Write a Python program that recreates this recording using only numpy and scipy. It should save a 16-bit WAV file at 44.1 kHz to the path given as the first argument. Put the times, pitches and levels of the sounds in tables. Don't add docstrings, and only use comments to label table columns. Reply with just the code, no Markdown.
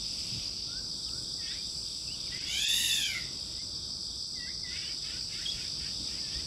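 import sys
import numpy as np
from scipy import signal
from scipy.fft import rfft, irfft, next_fast_len
from scipy.io import wavfile

SR = 44100
rng = np.random.default_rng(int(sys.argv[2]) if len(sys.argv) > 2 else 0)


def transcribe(u):
    v = np.clip(np.atleast_2d(u).T, -1, 1)
    q = np.round(v * 32767).astype(np.int16)
    wavfile.write(sys.argv[1], SR, q)


N = 284886
TIME = np.arange(N) / SR
EDGE_HZ = 15720


def amp(db):
    return 10 ** (np.asarray(db) / 20)


def unit(x):
    return x / np.sqrt(np.mean(x ** 2) + 1e-20)


def along(rows, t, axis=1):
    rows = np.asarray(rows)
    return np.interp(t, rows[:, 0], rows[:, axis])


def colour(points, hz):
    f, db = np.transpose(points)
    octaves = np.log2(hz + 1)
    beyond = abs(octaves - np.clip(octaves, np.log2(f[0]), np.log2(f[-1])))
    slope_db = 59
    return amp(np.interp(octaves, np.log2(f), db) - slope_db * beyond)


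def noise(points):
    size = next_fast_len(N)
    spectrum = rfft(rng.standard_normal(size))
    gain = colour(points, np.fft.rfftfreq(size, 1 / SR))
    return unit(irfft(spectrum * gain, size)[:N])


def wander(rate_hz, size=N):
    padded = next_fast_len(max(size, SR))
    hz = np.fft.rfftfreq(padded, 1 / SR)
    spectrum = rfft(rng.standard_normal(padded)) * np.exp(-.5 * (hz / rate_hz) ** 2)
    return unit(irfft(spectrum, padded))[:size]


def phase(hz):
    return 2 * np.pi * np.cumsum(hz) / SR


def add(mix, s, sound):
    part = mix[max(round(s * SR), 0):][:len(sound)]
    part += sound[:len(part)]


def slur(length, pitches):
    u = np.linspace(0, 1, max(round(length * SR), 64))
    steps = np.linspace(0, 1, len(pitches))
    return u, np.polyval(np.polyfit(steps, pitches, len(pitches) - 1), u)


def voice(hz, throat, jitter, flutter, rough_hz, opening=1, count=20):
    turn = phase(hz * (1 + jitter * wander(rough_hz, len(hz))))
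    shake = wander(rough_hz, 2 * len(hz))
    out = np.zeros(len(hz))
    for k in range(1, count + 1):
        strength = colour(throat, k * hz / opening) * (k * hz < EDGE_HZ)
        own_shake = np.roll(shake, rng.integers(len(shake)))[:len(hz)]
        out += strength * (1 + flutter * own_shake) * np.cos(k * turn + rng.uniform(0, 2 * np.pi))
    return unit(out)


def pure(hz, overtone_db=-22, waver=0.0061):
    turn = phase(hz * (1 + waver * wander(190, len(hz))))
    return unit(np.sin(turn) + amp(overtone_db) * np.sin(2 * turn))


# (f/Hz, relative level/dB)
THROAT = [(600, -11), (1000, -11), (1400, -15), (1900, -6.5), (2350, -3), (2900, -1), (3300, 4),
          (3620, 6.5), (3900, 0), (4300, -8.5), (5700, -12.5), (6700, -6.5), (7500, -6.5), (8600, -20),
          (11000, -27), (12500, -33)]
# (f/Hz, relative level/dB)
SCREECH_HISS = [(1300, -27), (2200, -5), (4800, -5), (7000, 0), (8600, -17), (9300, 1), (11100, 8),
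                (12500, -7), (15600, -10)]
# (f/Hz, relative level/dB)
SHRILL = [(5600, -25), (6400, 1.5), (6900, 2.5), (7500, -5.5), (8400, -24), (9600, -9), (11000, -11),
          (12200, -12), (14500, -31)]
SCREECH_START_S, SCREECH_END_S = 2.44, 3.3
SCREECH_ATTACK_S, SCREECH_RELEASE_S = 0.073, 0.14
ARCH_TOP_S, ARCH_HALF_S, ARCH_POWER = 2.82, .42, 1.3
SCREECH_LOW_HZ, SCREECH_TOP_HZ = 641, 939.6
SCREECH_DB, SCREECH_SWELL_DB = -30, 6.5
HISS_DB, HISS_SWELL_DB = -38.5, 25.5
SHRILL_DB, SHRILL_SWELL_DB = -39, 17.5
FUNDAMENTAL_DB = -67
BILL_AJAR, BILL_SHUT, BILL_CLOSES_S, BILL_CLOSING_S = 0.9, 0.636, 3.095, 0.029


def screech(split=.03, upper_db=-1, grit_db=-12, bill_hz=1700):
    t = np.arange(SCREECH_START_S, SCREECH_END_S, 1 / SR)
    arch = np.cos(np.pi / 2 * np.clip((t - ARCH_TOP_S) / ARCH_HALF_S, -1, 1)) ** ARCH_POWER
    hz = SCREECH_LOW_HZ + (SCREECH_TOP_HZ - SCREECH_LOW_HZ) * arch
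    closing = .5 + .5 * np.tanh((t - BILL_CLOSES_S) / BILL_CLOSING_S / 2)
    opening = (BILL_AJAR + (1 - BILL_AJAR) * arch) * (1 - (1 - BILL_SHUT) * closing)

    lower = voice(hz * (1 - split), THROAT, jitter=.008, flutter=.6, rough_hz=90, opening=opening)
    upper = voice(hz * (1 + split), THROAT, jitter=.012, flutter=.6, rough_hz=90, opening=opening)
    rasp = lower + amp(upper_db) * upper + amp(grit_db) * noise(THROAT)[:len(t)]
    radiation = signal.butter(4, bill_hz, "highpass", fs=SR, output="sos")
    rasp = unit(signal.sosfilt(radiation, rasp))
    rasp = amp(SCREECH_DB - SCREECH_SWELL_DB * (1 - arch)) * rasp

    hiss = amp(HISS_DB - HISS_SWELL_DB * (1 - arch)) * noise(SCREECH_HISS)[:len(t)]
    shrill = voice(hz, SHRILL, jitter=.007, flutter=.8, rough_hz=60)
    shrill = amp(SHRILL_DB - SHRILL_SWELL_DB * (1 - arch)) * shrill
    fundamental = amp(FUNDAMENTAL_DB) * pure(hz, waver=.025)

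    attack = np.minimum((t - t[0]) / SCREECH_ATTACK_S, 1)
    release = np.minimum((t[-1] - t) / SCREECH_RELEASE_S, 1) ** 2
    out = np.zeros(N)
    add(out, t[0], (rasp + shrill + hiss + fundamental) * attack * release)
    return out


NOTE_SWELL_DB = 7


def swelling_tone(u, hz, db, flutter_db=2.5):
    swell = amp(NOTE_SWELL_DB * u + flutter_db * wander(50, len(u)))
    return amp(db) * unit(swell * signal.windows.tukey(len(u), .55) * pure(hz))


# (start t/s, length t/s, pitch at mid-note f/Hz, level/dB)
SCOOPS = [(1.363, 0.2, 1830, -58), (4.333, 0.2, 1940, -52), (4.61, .169, 1967, -51.5),
          (6.171, 0.25, 1755, -61)]
SCOOP_GLIDE = [1.2, 1.02, 1, 1.05, 1.23]
# (start t/s, length t/s, from f/Hz, to f/Hz, level/dB)
GLIDES = [(0.648, 0.17, 1340, 1686, -58.5), (1.04, .177, 1260, 1620, -64.5), (1.066, .031, 3450, 2380, -55),
          (1.461, .095, 3270, 4290, -46), (1.497, .075, 1500, 2550, -56.5), (1.55, .07, 2400, 2390, -58.5),
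          (2.261, .022, 2580, 1980, -55.5), (2.314, .062, 1950, 2130, -48.5),
          (3.56, 0.069, 1970, 2300, -62), (4.382, 0.103, 2750, 2650, -61.5), (4.457, .071, 1520, 2530, -56),
          (4.81, .11, 2770, 3340, -51), (5.102, .098, 1386, 1670, -64), (5.354, .087, 1340, 2060, -58),
          (5.561, .097, 1353, 1970, -64), (5.799, .09, 1420, 1930, -63), (6.3, .072, 3140, 3660, -51)]
GLIDE_POWER = 2
WARBLE, WARBLE_HZ = (2.06, .113, -52.5), [3220, 2700, 2660, 2910, 3010, 2850, 2450]


def gliding_tones():
    out = np.zeros(N)
    for start, length, middle_hz, db in SCOOPS:
        u, glide = slur(length, SCOOP_GLIDE)
        add(out, start, swelling_tone(u, middle_hz * glide, db))
    for start, length, from_hz, to_hz, db in GLIDES:
        u = np.linspace(0, 1, round(length * SR))
        hz = from_hz + (to_hz - from_hz) * u ** GLIDE_POWER
        add(out, start, swelling_tone(u, hz, db))
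    start, length, db = WARBLE
    add(out, start, swelling_tone(*slur(length, WARBLE_HZ), db))
    return out


# (t/s, f/Hz, level/dB)
CHIP = [(5.45, 4070, -52), (5.46, 3264, -33), (5.467, 3210, -30.5), (5.473, 3370, -50),
        (5.486, 3330, -32.5), (5.499, 3320, -32), (5.507, 4150, -42), (5.513, 3410, -42),
        (5.522, 3390, -41), (5.55, 3360, -55)]


def chip():
    t = np.arange(CHIP[0][0], CHIP[-1][0], 1 / SR)
    out = np.zeros(N)
    add(out, t[0], amp(along(CHIP, t, axis=2)) * pure(along(CHIP, t)))
    return out


# (start t/s, length t/s, pitch f/Hz before the glide, level/dB)
MEWS = [(1.379, 0.26, 471, -53), (2.27, 0.24, 509.5, -50.5), (3.428, 0.24, 513, -65),
        (4.632, 0.36, 397, -49), (4.985, 0.26, 467, -50.5), (5.257, 0.27, 469, -52),
        (5.509, 0.2, 500.6, -51), (5.762, 0.18, 387, -52), (6.025, .221, 483, -54.5),
        (6.201, 0.3, 476, -56)]
# (f/Hz, relative level/dB)
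MEW_COLOUR = [(700, -38), (1400, -3), (2000, 3), (2700, 5.5), (3400, 6.5), (4500, -10), (7000, -10),
              (9500, -16.5), (13000, -27.5), (15500, -24)]
MEW_GLIDE = [0.95, 0.96, 1.39]


def mews(uneven_db=2, hoarse_db=-3, split=.07, second_db=-4):
    out, rasp = np.zeros(N), noise(MEW_COLOUR)
    for start, length, hz, db in MEWS:
        u, glide = slur(length, MEW_GLIDE)
        pitch = hz * glide
        first = voice(pitch, MEW_COLOUR, jitter=.012, flutter=.8, rough_hz=25, count=30)
        second = voice(pitch * (1 + split), MEW_COLOUR, jitter=.02, flutter=.8, rough_hz=40, count=30)
        tone = unit(first + amp(second_db) * second)
        hoarse = amp(hoarse_db) * np.roll(rasp, -round(start * SR))[:len(u)]
        note = tone * amp(uneven_db * wander(25, len(u))) + hoarse
        add(out, start, amp(db) * unit(note * signal.windows.tukey(len(u), .7)))
    return out


def trees(x, wet_db=-9):
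    t, t60 = np.arange(SR // 2) / SR, .42
    sparse = (rng.random(len(t)) < .05) * (t > .008)
    taps = rng.standard_normal(len(t)) * sparse * amp(-60 * t / t60)
    return x + amp(wet_db) * signal.fftconvolve(x, taps / np.linalg.norm(taps))[:N]


def cricket(hz, strokes, spread_hz=110, sweep_hz=120):
    stroke = phase(strokes * (1 + .15 * wander(25.0)))
    tone = np.sin(phase(hz + spread_hz * wander(223.8) - sweep_hz * np.sin(stroke)))
    return unit(tone * (1 + np.cos(stroke)) ** 2)


def chirping(rate_hz, depth=0.58):
    return 1 + depth * np.sin(phase(rate_hz * (1 + 0.155 * wander(1.77))))


# (f/Hz, relative level/dB per Hz)
CHORUS_COLOUR = [(3600, -32), (4150, -21), (4600, -9), (4850, -7), (5100, -9.5), (5450, -12), (5750, -15),
                 (6150, -20.5), (6320, -46)]
# (wing tone f/Hz, wing strokes f/Hz, chirps f/Hz, level/dB among themselves)
CRICKETS = [(4804, 70, 4.2, -17.5), (4793, 54, 7.5, -12.5), (5084, 73, 6.9, -8.5), (5665, 28, 16, -15),
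            (6070, 36, 15, -32.5)]
# (middle of first chirp t/s, period t/s)
CLOCKS = [(.056, .1433), (.13, .1641)]
# (wing tone f/Hz, wing strokes f/Hz, level/dB relative to the blur)
LEADS = [(4926, 71, -9), (4740, 55, -10)]
CHORUS_DB, CHORUS_DRIFT_DB = -38.5, 0.71


def chorus(near_db=-6):
    near = 0
    for hz, strokes, chirps, db in CRICKETS:
        near = near + amp(db) * cricket(hz, strokes) * chirping(chirps)
    leads = 0
    for (first, period), (hz, strokes, db) in zip(CLOCKS, LEADS):
        beat = np.cos(np.pi * (TIME - first) / period) ** 4
        leads = leads + amp(db) * unit(cricket(hz, strokes) * beat)
    blur = unit(noise(CHORUS_COLOUR) * amp(0.77 * wander(60)))
    level = amp(CHORUS_DB + CHORUS_DRIFT_DB * wander(0.48))
    return level * unit(blur + amp(near_db) * unit(near) + leads)


# (f/Hz, relative level/dB per Hz)
TRILL_COLOUR = [(2800, -42), (3150, -2), (3350, 1), (3600, 8.5), (3850, 4.5), (4150, -13), (4600, -47)]
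TRILL_FIRST_S, TRILL_PERIOD_S = .06, .3135
TRILL_DB, TRILL_REST_DB = -50, -6.5


def trill(strokes_hz=48, depth=0.25, uneven_db=1.3):
    burst = np.cos(np.pi * (TIME - TRILL_FIRST_S) / TRILL_PERIOD_S) ** 2
    level = TRILL_DB + TRILL_REST_DB * (1 - burst) ** 2 + uneven_db * wander(4)
    pulses = 1 + depth * np.sin(phase(strokes_hz * (1 + 0.179 * wander(11.8))))
    return amp(level) * unit(noise(TRILL_COLOUR) * pulses)


# (f/Hz, relative level/dB per Hz)
SIZZLE = [(5800, -13), (6700, -19.5), (7300, -6.5), (7800, 1.5), (8200, -3), (8700, -18), (9550, -12),
          (10300, -20.5), (11300, -21.5), (12600, -29.5), (15800, -32.5)]
SIZZLE_DB = -52


def sizzle(flicker_db=1.05, swell_db=1.96):
    level_db = flicker_db * wander(160) + swell_db * wander(1.07)
    return amp(SIZZLE_DB) * unit(noise(SIZZLE) * amp(level_db))


# (f/Hz, relative level/dB per Hz)
HAZE_COLOUR = [(900, -46), (1900, -13), (2550, 2), (3300, 2), (6000, -3), (11000, -16), (15500, -30)]
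# (middle t/s, half length t/s, level/dB there)
HAZE_SWELLS = [(.33, 0.34, -48), (1.85, 0.29, -62), (2.8, 0.57, -49.5), (5.5, 0.25, -50),
               (6.25, 0.45, -54.5)]
HAZE_REST_DB = -77


def haze():
    swell = amp(HAZE_REST_DB)
    for s, half, db in HAZE_SWELLS:
        swell = swell + amp(db) * np.exp(-((TIME - s) / half) ** 2)
    return swell * amp(0.91 * wander(40)) * noise(HAZE_COLOUR)


# (middle t/s, half length t/s, centre f/Hz, level/dB at the middle)
BUMPS = [(0.354, 0.04, 131, -42), (5.554, .035, 60, -47.5), (5.808, 0.045, 70, -49),
         (6.012, 0.023, 158, -42), (6.36, 0.03, 70, -43)]


def bumps():
    out = np.zeros(N)
    for s, half, hz, db in BUMPS:
        thud = noise([(hz / 2, -8), (hz, 0), (hz * 2, -12)])
        out += amp(db) * np.exp(-((TIME - s) / half) ** 2) * thud
    return out


# (f/Hz, relative level/dB per Hz)
AIR = [(25, -11.5), (54, 1.5), (90, -1.5), (171, -3), (252, -9.5), (319, -8.5), (450, -16), (570, -16.5),
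       (800, -22), (1300, -22), (1570, -26), (1870, -37.5), (2500, -27), (3100, -42)]
# (t/s, level/dB)
BREEZE = [(0.0, -52), (0.5, -49.5), (0.65, -52), (1.39, -51.5), (1.83, -55), (2.43, -49), (4.23, -53.5),
          (6.46, -50.5)]
AIR_DB = -50.5


def air(follow=0.66, gust_db=0.72):
    breeze = along(BREEZE, TIME)
    level_db = AIR_DB + follow * (breeze - np.median(breeze)) + gust_db * wander(3.8)
    return amp(level_db) * noise(AIR)


def hum(hz=58.0, db=-61):
    return amp(db) * np.sqrt(2) * np.sin(phase(hz + 0.81 * wander(2.15)))


# (middle t/s, length t/s, depth/dB)
DIPS = [(2.398, .025, 10), (2.61, .02, 5), (2.665, .034, 15), (2.722, .018, 6), (3.047, .018, 8),
        (3.603, .02, 10), (4.257, .016, 9)]


def thin_out(x, low_hz=1600, high_hz=8200):
    band = signal.butter(6, [low_hz, high_hz], "bandpass", fs=SR, output="sos")
    middle = signal.sosfiltfilt(band, x)
    dip_db = sum(depth * np.exp(-(2 * (TIME - s) / length) ** 4) for s, length, depth in DIPS)
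    return middle + amp(-dip_db) * (x - middle)


def scene():
    bird = trees(screech() + gliding_tones() + chip() + mews())
    insects = chorus() + trill() + sizzle()
    background = haze() + bumps() + air() + hum()
    return thin_out(bird + insects + background)[None]


def record(dry):
    lowpass = signal.firwin(511, EDGE_HZ, window=("kaiser", 9), fs=SR)
    return signal.oaconvolve(dry, lowpass[None], "same")


dry = scene()
out = record(dry)
transcribe(out)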